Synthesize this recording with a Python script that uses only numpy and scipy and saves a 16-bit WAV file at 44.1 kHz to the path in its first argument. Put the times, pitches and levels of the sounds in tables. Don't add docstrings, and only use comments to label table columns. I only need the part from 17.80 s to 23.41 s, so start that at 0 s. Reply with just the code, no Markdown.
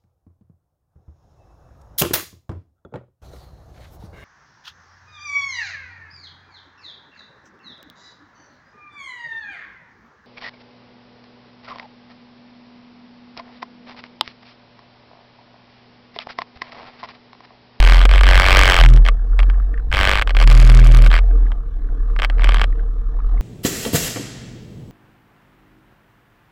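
import sys
import numpy as np
from scipy import signal
from scipy.fft import rfft, irfft, next_fast_len
from scipy.io import wavfile
from scipy.ndimage import uniform_filter1d

SR = 44100
rng = np.random.default_rng(int(sys.argv[2]) if len(sys.argv) > 2 else 0)


def transcribe(signal):
    frames = np.atleast_2d(signal).T
    limited = np.clip(frames, -1, 1)
    pcm = np.round(limited * 32767).astype(np.int16)
    wavfile.write(sys.argv[1], SR, pcm)


N = 247401
TIME = np.arange(N) / SR


def amp(db):
    return 10 ** (np.asarray(db) / 20)


def unit(x):
    return x / np.sqrt(np.mean(x ** 2) + 1e-20)


def curve(rows):
    return np.interp(TIME, *np.transpose(rows))


def filtered(x, response):
    size = next_fast_len(len(x) + SR // 2)
    return irfft(rfft(x, size) * response(np.fft.rfftfreq(size, 1 / SR)), size)[:len(x)]


def coloured(x, points):
    freqs, db = np.transpose(points)
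    return unit(filtered(x, lambda hz: amp(np.interp(np.log(hz + 1), np.log(freqs), db))))


def add(track, s, sound):
    start = int(np.clip(round(s * SR), 0, N - 1))
    track[start:start + len(sound)] += sound[:N - start]


def patchy_noise(patchy_db):
    spectra = signal.stft(rng.standard_normal(N), nperseg=512)[2]
    patches = uniform_filter1d(rng.standard_normal(spectra.shape), size=4, axis=0)
    patches = uniform_filter1d(patches, size=12, axis=1)
    return signal.istft(spectra * amp(patchy_db * unit(patches)), nperseg=512)[1][:N]


# frequency in Hz, relative level in dB.
RUMBLE_TONE = [(10, -11.5), (20, -6.5), (28, -4), (45, -16), (70, -16), (110, -26.5), (170, -32.5),
               (300, -40), (700, -63), (2000, -120)]

def tyre_rumble(level_db=-29):
    return amp(level_db) * coloured(rng.standard_normal(N), RUMBLE_TONE)


# time in seconds, peak in dB before boost_db is added, pitch in Hz.
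CLEAR_TICKS = [(1.5302, -36.5, 1278), (1.7989, -32, 1286), (1.9405, -31.5, 1720), (1.9762, -30.5, 1700),
               (4.9942, -35.5, 1590), (5.3882, -34.5, 1010)]

def twig_ticks(boost_db=3, faint_per_s=4, faint_db=-36, faint_hz=1416, fade_s=0.023, sharpness=4):
    clear = [(s, db + boost_db, hz) for s, db, hz in CLEAR_TICKS]
    faint = [(rng.uniform(0, N / SR), faint_db + 2 * rng.normal(), faint_hz * 2 ** (.3 * rng.normal()))
             for _ in range(int(faint_per_s * N / SR))]
    t = np.arange(SR // 16) / SR
    track = np.zeros(N)
    for s, db, hz in clear + faint:
        burst = rng.standard_normal(len(t)) * amp(-60 * t / fade_s)
        snap = filtered(burst, lambda f: 1 / (1 + 1j * sharpness * (f / hz - hz / (f + 1))) ** 2)
        add(track, s, amp(db) * snap / np.abs(snap).max())
    return track


# frequency in Hz, relative level in dB.
CLATTER_TONE = [(120, -6.5), (230, -1.5), (300, 5), (370, -11), (463, 7.5), (550, -16), (690, -2.5),
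                (920, -13.5), (1200, -3.5), (1430, -13), (1720, -12), (2000, -25), (2600, -32), (3900, -30),
                (5000, -40.5), (5650, -34.5), (7000, -48), (16000, -57.5)]

def engine_clatter(turns, level_db=-36, db_per_shake_db=0.57, throb_db=3.5):
    throb = amp(throb_db * np.cos(2 * np.pi * turns))
    gain = amp(level_db + db_per_shake_db * curve(SHAKE_LEVEL))
    return gain * coloured(throb * patchy_noise(patchy_db=3.06), CLATTER_TONE)


# time in seconds, pitch in Hz.
AHEAD_PITCH = [(0, 21.35), (.9, 24.1), (1.3, 30.14), (2.2, 31), (3.4, 27.23), (4.4, 25.33), (5.6, 28.8)]

def quad_ahead(level_db=-23):
    return amp(level_db) * np.sin(2 * np.pi * np.cumsum(curve(AHEAD_PITCH)) / SR)


# frequency in Hz, relative level in dB.
ROCKING_TONE = [(10, 3), (22, 2), (32, -6.5), (65, 5), (100, -4), (140, -13), (220, -19), (400, -40),
                (1500, -100)]

def camera_rocking(level_db=-20.5):
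    strength = sum(amp(spell_db(spell, TIME)) * (TIME > spell[0]) * (TIME < spell[1])
                   for spell in RATTLE_SPELLS)
    smoothed = np.abs(uniform_filter1d(strength, size=4000))
    swell = np.sqrt(smoothed * strength.max())
    return amp(level_db) * swell * coloured(rng.standard_normal(N), ROCKING_TONE)


def spell_db(spell, at, sag_db=3.5, attack_db=3, attack_s=0.0028):
    start, end, db, growth_db = spell
    since = np.clip(at - start, 0, end - start)
    place = since / (end - start) - .5
    arch_db = sag_db * (.5 - (2 * place) ** 2)
    return db + growth_db * place + arch_db - attack_db * np.exp(-since / attack_s)


def knock(db, chatter, chatter_s=0.0042, soft_hz=4500):
    t = np.arange(SR // 40) / SR
    skitter = rng.standard_normal(len(t)) * np.exp(-t / chatter_s)
    force = chatter * amp(2 * rng.normal()) * skitter / np.linalg.norm(skitter)
    force[0] += 1
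    force[int(rng.uniform(.0002, .0009) * SR)] -= rng.random()
    cutoff_hz = soft_hz * amp(db)
    pole = np.exp(-2 * np.pi * cutoff_hz / SR)
    softened = signal.lfilter([1 - pole], [1, -pole], force / np.linalg.norm(force))
    return amp(db) * np.hypot(1, 2000 / cutoff_hz) * softened


# pitch in Hz, width in Hz, relative level in dB.
CASE_NOTES = [(97.7, 150, -14), (432, 210, -8.5), (558, 92, -0.5), (804, 535, -5.5), (1188, 106.5, 2.5),
              (1560, 211, 0), (2203, 310, 1), (2598, 402, -2.5), (3183, 383, -2.5), (4130, 1160, -11.5),
              (4740, 765, -11.5), (5495, 540, -20.5), (7970, 490, -24), (9230, 430, -29.5),
              (13360, 700, -27.5), (13600, 1900, -32)]

def case_ring(force):
    def response(hz):
        return sum((-1) ** k * amp(db) * 1j * hz * width / (pitch ** 2 - hz ** 2 + 1j * hz * width)
                   for k, (pitch, width, db) in enumerate(CASE_NOTES))
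    power = np.mean(np.abs(response(np.fft.rfftfreq(SR // 4, 1 / SR))) ** 2)
    return filtered(force, response) / np.sqrt(power)


# start and end in seconds, relative level in dB, growth across it in dB.
RATTLE_SPELLS = [(.014, 0.237, -7, -2), (.303, .40, -8.5, 1.5), (.456, 1.023, -1.47, 3.5),
                 (1.025, 1.067, -6, -5), (1.076, 1.187, -10, -2), (2.116, 2.40, -6, -0.5),
                 (2.5875, 2.65, -8, -2), (2.662, 3.28, -4.5, -3.5), (3.303, 3.40, -9.5, -4),
                 (4.582, 4.857, -15.5, 5.5)]
# time in seconds, relative level in dB.
CASE_KNOCKS = [(0.002, -2.5), (0.237, -11.5), (0.253, 1), (0.292, -9), (0.41, -4), (0.434, -2.5),
               (0.442, -7.5), (1.251, -12.5), (1.263, -9), (1.276, -11), (1.286, -4.5), (1.591, -9.5),
               (1.601, -13.5), (1.63, -18), (1.699, -19), (2.414, -8), (2.422, -3.5), (2.474, -10),
               (2.494, -11.5), (2.506, -11.5), (2.549, -13.5), (2.568, -5), (3.262, -5), (3.718, -22.5),
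               (4.363, -21), (4.39, -12.5), (4.398, -12), (4.42, -7.5), (4.431, -11), (4.439, -10),
               (4.447, -5), (4.499, -14.5), (4.643, -4.5), (4.691, -4.5), (4.744, -5), (4.815, -4.5),
               (4.841, -9)]

def case_rattle(turns, boost_db=13, uneven_db=1.65, scatter_db=1.3, jitter_s=.00025):
    force = np.zeros(N)
    knock_times = np.transpose(CASE_KNOCKS)[0]
    for spell in RATTLE_SPELLS:
        first_turn, last_turn = np.interp(spell[:2], TIME, turns)
        for swing in range(int(2 * (last_turn - first_turn)) + 1):
            s = np.interp(first_turn + swing / 2, turns, TIME)
            side = 1 if swing % 2 else -1
            level_db = spell_db(spell, s)
            late_s = min(jitter_s * amp(-.9 * level_db), .0007) * rng.normal()
            hit_db = level_db + boost_db + uneven_db * side + scatter_db * rng.normal()
            hit = knock(hit_db, chatter=0.42 if side > 0 else 2.3)
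            if np.abs(knock_times - s).min() > .006:
                add(force, s + late_s, hit)
    for s, db in CASE_KNOCKS:
        add(force, s, knock(db + boost_db, chatter=0.66))
    return case_ring(force)


# time in seconds, peak of the main tone in dB.
SHAKE_LEVEL = [(0, -3), (.55, -5), (.7, -12.5), (.8, -5), (.94, -17), (1.03, 1), (1.14, 2.5), (1.42, -16),
               (1.62, -5), (2.1, -20), (2.45, -15.5), (2.66, -0.5), (2.96, 3), (3.24, 0.5), (3.38, -7.5),
               (3.63, -6.5), (3.83, -21.5), (4.32, -13), (4.42, -15), (4.68, -5), (4.95, -13.5),
               (5.33, -18), (5.56, -10)]

def engine_shake(turns, half_db=-32, second_db=-33, third_db=-42):
    angle = 2 * np.pi * turns
    tones = [(.5, half_db), (1, 0), (2, second_db), (3, third_db)]
    return amp(curve(SHAKE_LEVEL)) * sum(amp(db) * np.sin(per_turn * angle) for per_turn, db in tones)


# time in seconds, crank turns per second.
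CRANK_SPEED = [(0.0, 41.37), (0.22, 43.04), (0.36, 46.04), (0.55, 45.42), (0.72, 47.09), (0.9, 46.5),
               (1.04, 40.88), (1.4, 39.52), (1.8, 44.14), (2.15, 47.26), (2.36, 49.72), (2.52, 38.98),
               (2.95, 40.88), (3.27, 39.29), (3.42, 42.44), (3.9, 37.73), (4.5, 37.83), (4.76, 40.83),
               (4.92, 37.66), (5.61, 40.5)]

def scene(hiss_db=-78):
    turns = np.cumsum(curve(CRANK_SPEED)) / SR
    hiss = amp(hiss_db) * rng.standard_normal(N)
    quad = camera_rocking() + engine_clatter(turns) + case_rattle(turns) + engine_shake(turns)
    background = hiss + tyre_rumble() + twig_ticks() + quad_ahead()
    return (background + quad)[None]


def overload(x, limit=.71, delay_s=.001, tick_s=.00005, tick_db=-8.5, scatter_db=1.5):
    out = np.clip(x, -limit, limit)
    too_loud = (np.abs(uniform_filter1d(x, size=67)) > limit).astype(int)
    age = np.arange(SR // 1000) / SR / tick_s
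    tick = age * np.exp(1 - age)
    for start in np.flatnonzero(np.diff(too_loud) > 0):
        if too_loud[start:start + SR // 240].all():
            size = amp(tick_db + scatter_db * rng.normal())
            s = start / SR + delay_s * rng.uniform(.85, 1.15)
            add(out, s, -np.sign(x[start]) * size * tick)
    return out


def record(dry, top_hz=15700):
    return filtered(overload(dry[0]), lambda hz: 1 / np.sqrt(1 + (hz / top_hz) ** 80))[None]


dry = scene()
out = record(dry)
transcribe(out)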